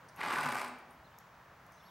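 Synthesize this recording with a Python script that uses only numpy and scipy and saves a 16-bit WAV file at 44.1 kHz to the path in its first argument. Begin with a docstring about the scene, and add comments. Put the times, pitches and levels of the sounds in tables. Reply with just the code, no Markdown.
"""Indoor riding arena, horse close to two microphones, outdoor noise drifting in all through by the open side.
A soft step in dirt and a rub of tack, then the bit clinks and a dry hiss starts as the nostrils open.
The snort follows: two nostrils flap in turn, slowing as the air runs out; each flap thumps, snaps and puffs air
through the nose, wet drops spray and a few flaps smack. Then the horse walks on, bit and buckles clinking as
struck metal modes; small birds, gliding sine whistles, chirp faintly far off. A filtered-noise tail is the hall."""
import sys
import numpy as np
from scipy import signal
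from scipy.fft import rfft, irfft, next_fast_len
from scipy.io import wavfile
from scipy.ndimage import uniform_filter1d

SR = 44100
rng = np.random.default_rng(int(sys.argv[2]) if len(sys.argv) > 2 else 0)


def store_pcm(level_fs):
    """Save levels as 16-bit WAV."""
    pcm = np.round(np.clip(level_fs, -1, 1) * 32767).astype(np.int16)
    wavfile.write(sys.argv[1], SR, np.atleast_2d(pcm).T)


N = 83790

# colour of the outdoor noise: freq_hz, level_db
OUTSIDE_COLOUR = [(25, -16), (40, -31), (60, 2.5), (80, -3.5), (115, 0.5), (165, 1.5), (240, -7), (400, -8),
                  (600, -3.5), (950, 0), (1250, -1.5), (1800, -6), (2500, -14), (4200, -22), (6300, -25),
                  (8000, -31), (10000, -33), (12000, -31.5), (15000, -30)]
# left-right difference of the outdoor noise, relative to the sum: freq_hz, level_db
OUTSIDE_SIDE = [(60, -63), (200, -63), (380, -24.5), (700, -16), (1290, -12), (4400, -8.5), (8120, -6.5),
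                (15000, -13)]
OUTSIDE_DB, OUTSIDE_WAVER_DB = -58.5, .6

# far bird chirps: start_s, length_s, start_hz, middle_hz, end_hz, level_db
CHIRPS = [(1.038, .048, 3750, 4100, 3000, -67), (1.108, .038, 3400, 3020, 3300, -71),
          (1.152, .034, 3500, 3600, 3300, -72), (1.715, .065, 6550, 6250, 6000, -72),
          (1.772, .026, 4100, 3980, 3800, -69), (1.78, .065, 5400, 5340, 5400, -75),
          (1.797, .02, 3450, 3500, 3400, -65), (1.82, .036, 2650, 3100, 4000, -69),
          (1.84, .075, 5380, 5450, 5400, -72), (1.848, .034, 3950, 4500, 4450, -66),
          (1.877, .027, 3900, 3600, 2950, -64)]
BIRD_WAVER = .022  # rms share of the pitch
BIRD_ROOM_DB = -3  # what the birds send to the hall

# reverberation time of the arena by pitch: freq_hz, t60_s
ARENA_T60 = [(100, 0.22), (300, 1.53), (1000, 0.75), (3000, 0.75), (8000, 0.44), (15000, 0.04)]
# left-right difference of the reverberation, relative to the sum: freq_hz, level_db
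ARENA_SIDE = [(130, -73), (500, -27), (1000, -15.5), (2000, -13.5), (4000, -8.5), (8000, -10), (14000, -44)]
ARENA_DB, ARENA_BUILDUP_S = -4, .013

# hoof steps in soft dirt: start_s, level_db
STEPS = [(.045, -74), (.79, -71), (0.982, -61), (1.285, -66.5), (1.49, -64), (1.66, -66)]
# colour of a hoof step: freq_hz, level_db
HOOF_COLOUR = [(35, -20), (65, 11), (140, -14), (280, -25), (900, -10), (1600, 0), (3500, -36),
               (10000, -51)]
STEP_ATTACK_S, STEP_FADE_S = .02, .0053

# short rubs of the tack: start_s, level_db, fade_s
RUBS = [(0.083, -59.5, 0.0077), (1.719, -74, 0.12)]
# colour of a rub: freq_hz, level_db
RUB_COLOUR = [(2500, -42), (4500, 5), (6000, 12), (7400, -6), (9000, 5.5), (12000, -7), (15000, -20)]
# clinks of bit and buckles: start_s, level_db, brightest_hz, t60_s, breadth_octaves, contact_crack_db
CLINKS = [(.16, -45, 11500, .044, .6, -58), (.784, -55.5, 8700, .046, .33, -66),
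          (.906, -54.5, 9100, .032, .1, -77), (1.1849, -40, 9500, .012, .7, -51),
          (1.663, -54, 11500, .028, .56, -65), (1.72, -57, 8850, .02, .24, -62)]
# modes of the metal: freq_hz, level_db
METAL_MODES = [(4750, -7), (6020, -4), (6557, -2), (9130, -3), (9320, -8), (11540, 0), (12090, -3),
               (12600, -6)]
# colour of the crack at metal contact: freq_hz, level_db
CRACK_COLOUR = [(2500, -29), (4500, -7), (6500, 7), (8000, -6), (10000, -12), (12000, 13), (13000, -22),
                (15500, -20)]
# a bit ring that swings free and sings: start_s, pitch_hz, level_db, t60_s
BIT_RINGS = [(.161, 11540, -58, .13), (.905, 11540, -75, .4), (1.829, 11540, -72, 1.5)]
CLINK_CONTACT_S, CRACK_FADE_S = .003, .0006

# loud wet smacks: centre_s, peak_db, half_length_s, centre_hz
SMACKS = [(.214, -32, .003, 2250), (.3095, -27, .002, 1500), (.32, -26, .0008, 1400),
          (.359, -26, .002, 1800), (.3853, -23, .001, 1900), (.452, -26, .0006, 850),
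          (.4648, -23, .0006, 1350), (.525, -28, .0032, 1650), (.6172, -28, .0007, 1500)]
# broad colour of a smack: freq_hz, level_db
SMACK_COLOUR = [(100, -38), (400, -6), (900, 2.5), (2400, -1), (3300, -15), (6000, -21), (15000, -42)]
SMACK_WIDTH_HZ, SMACK_LIFT_DB = 2100, 16

# flutter of the nostrils: time_s, flaps_per_second
FLUTTER = [(.21, 41.2), (.32, 41.4), (.36, 39.2), (.43, 37.6), (.46, 37), (.51, 31.5), (.56, 32.8),
           (.63, 32.2), (.68, 26)]
FIRST_FLAP_S = .2135
# force of the blow: time_s, level_db
EFFORT = [(.16, -13), (.195, 5), (.212, -5), (.25, -3), (.3, -1.5), (.385, -1), (.425, -2), (.47, -0.5),
          (.53, -2.5), (.575, -2), (.617, -3.5), (.655, -8), (.72, -19), (.79, -35)]
# air that leaks between flaps: time_s, level_db
LEAK = [(.2, -14), (.27, -9), (.37, -9), (.5, -15), (.65, -12)]
# weight of the thump, relative to the blow: time_s, level_db
THUMP_WEIGHT = [(.2, -11), (.26, 3), (.35, -6), (.46, 2.5), (.54, -3.5), (.6, -11)]
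# level of the wet spray: time_s, level_db
WETNESS = [(.18, -12), (.22, -7), (.29, -3), (.4, 0.5), (.5, 2), (.59, 3.5), (.645, -1.5), (.69, -9.5),
           (.715, -35)]
# colour of the air: freq_hz, level_db
AIR_COLOUR = [(90, -36.5), (220, -6.5), (400, -5.5), (620, -4), (780, -1.5), (1200, -3.5), (1700, -6),
              (2400, -5.5), (3200, -13.5), (5000, -19), (8000, -29.5), (12000, -27), (15000, -55)]
# colour of the snap: freq_hz, level_db
SNAP_COLOUR = [(100, -30.5), (300, -5.5), (600, -6.5), (900, -6.5), (1700, 3.5), (2500, -28), (3500, -29),
               (6000, -46), (9000, -62), (15000, -84)]
# colour of the thump: freq_hz, level_db
THUMP_COLOUR = [(40, -46), (85, -16), (115, 10.5), (160, -10), (200, -10.5), (250, 14.5), (320, -19),
                (600, -11.5), (1500, -23), (8000, -100)]
# colour of the wet spray: freq_hz, level_db
SPRAY_COLOUR = [(1500, -11), (3500, -4), (5100, -1.5), (6200, -8), (7500, -4.5), (8800, -0.5), (9800, -8),
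                (12000, -5), (14000, -19), (16000, -1)]
# colour of the dry hiss as the nostrils first open: freq_hz, level_db
HISS_COLOUR = [(1000, -31), (2200, 14), (3500, 5), (4600, 3.5), (6000, -20), (12000, -29)]
# resonances of the nose: freq_hz, width_hz, lift_db
NOSE = [(249.8, 11, 13), (832, 43, 9), (997, 33, 6.5), (1064, 33, 3.5), (1174, 75, 11), (1493, 190, 5.5)]
# further resonances with the nostrils flared: freq_hz, width_hz, lift_db
FLARED = [(1642, 150, 3), (2050, 70, 2.5)]
# further resonances once the nostrils slacken: freq_hz, width_hz, lift_db
SLACK = [(610, 35, 5.7), (745, 76, 6), (2210, 89, 2.2)]
# low multiples of the flutter that the head radiates: multiple, level_db
DRONE = [(4, -50), (7, -52)]
AIR_DB, RATTLE_DB, HISS_DB = -40.5, -42, -49
SNAP_DB, THUMP_DB, SPRAY_DB = -50.5, -59, -55.5
SLACKEN_S, SLACKEN_OVER_S = .35, .074
HISS_S, HISS_RISE_S, HISS_FADE_S = .179, .041, .11
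# timing of the flaps: scatter for each nostril, and the second's lag as a share of a cycle
JITTER_S, SECOND_JITTER_S, SECOND_LAG = .0005, .00159, .44
SECOND_DB, FLAP_SCATTER_DB = -4, .9
# puff flanks, each multiplied by the nostril's relative puff length
OPEN_S, SHUT_S = .0038, .0022
FIRST_OPEN, SECOND_OPEN = .86, 1
# the small puff as a nostril peels open ahead of each flap
PEEL_LEAD_S, PEEL_JITTER_S, PEEL_DB, PEEL_SCATTER_DB = .006, .0012, -3, 2
SPRAY_BETWEEN_DB = -3  # spray outside the puffs of the first, wetter nostril
SPRAY_LOW_HZ, SPRAY_HIGH_HZ, SPRAY_CYCLES = 2490, 14000, 3.6
RATTLE_LOW_HZ, RATTLE_HIGH_HZ, RATTLE_CYCLES = 850, 2700, 2.2
DROP_SCATTER_DB = 3

# microphones: left over right, top of the band, faint whine
LEFT_DB, TOP_HZ = .3, 15800
WHINE_HZ, WHINE_DB = 15734, -82


def undb(db):
    """Decibels to gain."""
    return 10 ** (np.asarray(db) / 20)


def curve(rows, at):
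    """Straight lines between table rows."""
    return np.interp(at, *np.array(rows, float).T)


def over_hz(rows, hz):
    """A table read on a log-frequency axis."""
    freq, value = np.array(rows, float).T
    return np.interp(np.log(hz + 1), np.log(freq), value)


def unit(x):
    """Scale to rms 1."""
    return x / np.sqrt(np.mean(x ** 2) + 1e-30)


def noise():
    """White noise."""
    return rng.standard_normal(N)


def colour(x, rows, peaks=()):
    """Causal (minimum-phase) filter with a broad colour and narrow resonances."""
    size = 2 * next_fast_len(N)
    hz = np.fft.rfftfreq(size, 1 / SR)
    db = over_hz(rows, hz)
    for freq, width, lift in peaks:
        db = db + lift / (1 + (2 * (hz - freq) / width) ** 2)
    # folding the cepstrum forward in time makes the filter causal
    cepstrum = irfft(np.log(undb(db)))
    cepstrum[1:size // 2] *= 2
    cepstrum[size // 2 + 1:] = 0
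    return irfft(rfft(x, size) * np.exp(rfft(cepstrum)))[:N]


def burst(t, start, attack, fade):
    """Envelope that rises linearly and dies away exponentially."""
    rise = np.clip((t - start) / attack, 0, 1)
    return rise * np.exp(-np.maximum(t - start - attack, 0) / fade)


def bell(x):
    """Smooth hump with its top at zero."""
    return np.exp(-np.minimum(x ** 2, 20))


def ring(t, start, hz, t60):
    """One struck mode: a sine losing 60 dB in t60 seconds."""
    age = np.maximum(t - start, 0)
    return np.sin(2 * np.pi * hz * age) * np.exp(-np.log(1000) * age / t60)


def spread(mid, side, rows):
    """Left and right for two close microphones: the bass is nearly shared, the treble differs more."""
    hz = np.fft.rfftfreq(N, 1 / SR)
    side = irfft(rfft(side) * undb(over_hz(rows, hz)), N)
    return np.array([mid + side, mid - side])


def outside(t):
    """Steady outdoor noise through the open side, its level wavering a little."""
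    knots = np.linspace(0, t[-1], num=20)
    waver_db = OUTSIDE_WAVER_DB * np.interp(t, knots, rng.standard_normal(len(knots)))
    mid = unit(colour(noise(), OUTSIDE_COLOUR))
    side = unit(colour(noise(), OUTSIDE_COLOUR))
    return undb(OUTSIDE_DB + waver_db) * spread(mid, side, OUTSIDE_SIDE)


def birds(t):
    """Short faint whistles, each a sine on a curved glide of pitch with a slight waver."""
    out = 0
    waver = 1 + BIRD_WAVER * unit(uniform_filter1d(noise(), size=60))
    for start, length, first, middle, last, db in CHIRPS:
        along = np.clip((t - start) / length, 0, 1)
        glide = np.polyfit([0, .5, 1], [first, middle, last], 2)
        hz = np.polyval(glide, along) * waver
        out = out + undb(db) * np.sin(np.pi * along) * np.sin(2 * np.pi * np.cumsum(hz) / SR)
    return out


def arena(x, t):
    """Diffuse tail of the hall: noise whose bands each die at their own rate, the low mids last."""
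    hz = np.fft.rfftfreq(N, 1 / SR)
    tails = []
    for _ in range(2):
        white, tail = rfft(noise()), 0
        for k, (_, t60) in enumerate(ARENA_T60):
            band = [(freq, j == k) for j, (freq, _) in enumerate(ARENA_T60)]
            band_noise = irfft(white * over_hz(band, hz), N)
            tail = tail + band_noise * burst(t, 0, ARENA_BUILDUP_S, t60 / np.log(1000))
        # level is set by the energy of the third band's decay
        tail /= np.linalg.norm(burst(t, 0, ARENA_BUILDUP_S, ARENA_T60[2][1] / np.log(1000)))
        tails.append(signal.fftconvolve(x, tail)[:N])
    return undb(ARENA_DB) * spread(*tails, ARENA_SIDE)


def hooves(t):
    """Soft low thuds with a scuff of dirt, from short bursts of coloured noise."""
    steps = sum(undb(db) * burst(t, start, STEP_ATTACK_S, STEP_FADE_S) for start, db in STEPS)
    return unit(colour(noise(), HOOF_COLOUR)) * steps


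def tack(t):
    """Straps rub as noise; metal parts clink as struck modes with a crack at contact; a bit ring sings."""
    rubbing = sum(undb(db) * burst(t, start, .0066, fade) for start, db, fade in RUBS)
    out = rubbing * unit(colour(noise(), RUB_COLOUR))
    crack = unit(colour(noise(), CRACK_COLOUR))
    for start, db, brightest, t60, octaves, crack_db in CLINKS:
        modes = 0
        for hz, mode_db in METAL_MODES:
            # modes far from the brightest pitch are struck less
            share = np.exp(-(np.log2(hz / brightest) / octaves) ** 2 / 2)
            modes = modes + undb(mode_db) * share * ring(t, start, hz, t60)
        contact = np.clip((t - start) / CLINK_CONTACT_S, 0, 1)
        out = out + undb(db) * modes / np.max(np.abs(modes)) * contact
        out = out + undb(crack_db) * crack * burst(t, start, CLINK_CONTACT_S, CRACK_FADE_S)
    for start, hz, db, t60 in BIT_RINGS:
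        out = out + undb(db) * ring(t, start, hz, t60)
    return out


def smacks(t):
    """Now and then a wet nostril sticks and bursts open: a brief hump of resonant noise."""
    out = 0
    for centre, db, half_length, hz in SMACKS:
        puff = noise() * bell((t - centre) / half_length)
        pop = colour(puff, SMACK_COLOUR, [(hz, SMACK_WIDTH_HZ, SMACK_LIFT_DB)])
        out = out + undb(db) * pop / np.max(np.abs(pop))
    return out


def drops(low_hz, high_hz, cycles, count):
    """Tiny bursts of mucus, each with its own moment, pitch and size, ringing a few cycles."""
    when, pitch, turn = rng.random((count, 3)).T[:, :, None]
    hz = low_hz + (high_hz - low_hz) * pitch
    age = np.arange(256)  # samples
    size = undb(DROP_SCATTER_DB * rng.standard_normal((count, 1)))
    rung = age / SR * hz / cycles
    envelope = size * rung * np.exp(-2 * rung) * np.sqrt(hz)
    waves = envelope * np.sin(2 * np.pi * (hz * age / SR + turn))
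    places = (when * N).astype(int) + age
    return np.bincount(places.ravel(), waves.ravel(), N)[:N]


def flaps(t, cycles, lag, db, jitter, width):
    """One nostril: each flap peels open with a small puff, then blows a full one with a slap at its height."""
    slaps, puffs = np.zeros(N), np.zeros(N)
    for when in np.interp(np.arange(int(cycles[-1]) - 1) + lag, cycles, t):
        late, strong, early, peel = rng.standard_normal(4)
        when = when + jitter * late
        size = undb(db + FLAP_SCATTER_DB * strong)
        slaps[min(int(when * SR), N - 1)] += size
        peel_at = when - PEEL_LEAD_S + PEEL_JITTER_S * early
        peel_share = undb(PEEL_DB + PEEL_SCATTER_DB * peel)
        for at, share in ((when, 1), (peel_at, peel_share)):
            flank = np.maximum((at - t) / OPEN_S, (t - at) / SHUT_S) / width
            puffs += size * share * bell(flank)
    return slaps, puffs


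def snort(t):
    """Two nostrils flap in turn, gating air and wet spray; each slap excites a snap and a thump."""
    cycles = np.cumsum(curve(FLUTTER, t)) / SR
    cycles -= np.interp(FIRST_FLAP_S, t, cycles)
    blowing = (t > EFFORT[0][0]) & (t < EFFORT[-1][0])
    force = undb(curve(EFFORT, t)) * blowing
    thump_force = force * undb(curve(THUMP_WEIGHT, t))
    wetness = undb(curve(WETNESS, t)) * blowing
    slack = np.clip((t - SLACKEN_S) / SLACKEN_OVER_S, 0, 1)

    first_slaps, puffs = flaps(t, cycles, 0, 0, JITTER_S, FIRST_OPEN)
    other_slaps, other_puffs = flaps(t, cycles, SECOND_LAG, SECOND_DB, SECOND_JITTER_S, SECOND_OPEN)
    slaps = first_slaps + other_slaps
    leak = undb(curve(LEAK, t))
    gate = unit(puffs + other_puffs + leak)
    wet_gate = unit(puffs + undb(SPRAY_BETWEEN_DB) * (other_puffs + leak))

    def voiced(source, drive, rows, peaks=()):
        """A source driven by the blow and filtered; rms 1 at full drive."""
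        return colour(source * drive, rows, peaks) / np.std(colour(source, rows, peaks))

    def nasal(source, rows):
        """A source heard through the nose, whose resonances shift as the nostrils slacken."""
        flared = voiced(source, force * (1 - slack), rows, NOSE + FLARED)
        return flared + voiced(source, force * slack, rows, NOSE + SLACK)

    spray = drops(SPRAY_LOW_HZ, SPRAY_HIGH_HZ, SPRAY_CYCLES, count=7500)
    rattle = drops(RATTLE_LOW_HZ, RATTLE_HIGH_HZ, RATTLE_CYCLES, count=1200)
    drone = 0
    for multiple, db in DRONE:
        drone = drone + undb(db) * np.sin(2 * np.pi * (round(multiple) * cycles + rng.random()))
    opening = burst(t, HISS_S, HISS_RISE_S, HISS_FADE_S)

    out = undb(AIR_DB) * nasal(noise() * gate, AIR_COLOUR)
    out += undb(RATTLE_DB) * nasal(rattle * gate, AIR_COLOUR)
    out += undb(HISS_DB) * voiced(noise() * gate, opening, HISS_COLOUR)
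    out += undb(SNAP_DB) * nasal(slaps, SNAP_COLOUR)
    out += undb(THUMP_DB) * voiced(slaps, thump_force, THUMP_COLOUR)
    out += drone * thump_force
    out += undb(SPRAY_DB) * voiced(spray * wet_gate, wetness, SPRAY_COLOUR)
    return out


def scene():
    """Horse close and centred, birds faint, both with the hall's tail over the outdoor noise."""
    t = np.arange(N) / SR
    horse = snort(t) + smacks(t) + tack(t) + hooves(t)
    chirps = birds(t)
    hall = arena(horse + undb(BIRD_ROOM_DB) * chirps, t)
    balance = undb(np.array([[LEFT_DB], [-LEFT_DB]]) / 2)
    return (horse + chirps + hall + outside(t)) * balance


def record(dry):
    """The recorder adds a faint high whine and cuts the top steeply."""
    whine = undb(WHINE_DB) * np.sin(2 * np.pi * WHINE_HZ * np.arange(N) / SR)
    top_cut = signal.ellip(10, .2, 70, TOP_HZ, fs=SR, output="sos")
    return signal.sosfilt(top_cut, dry + whine)


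dry = scene()
out = record(dry)
store_pcm(out)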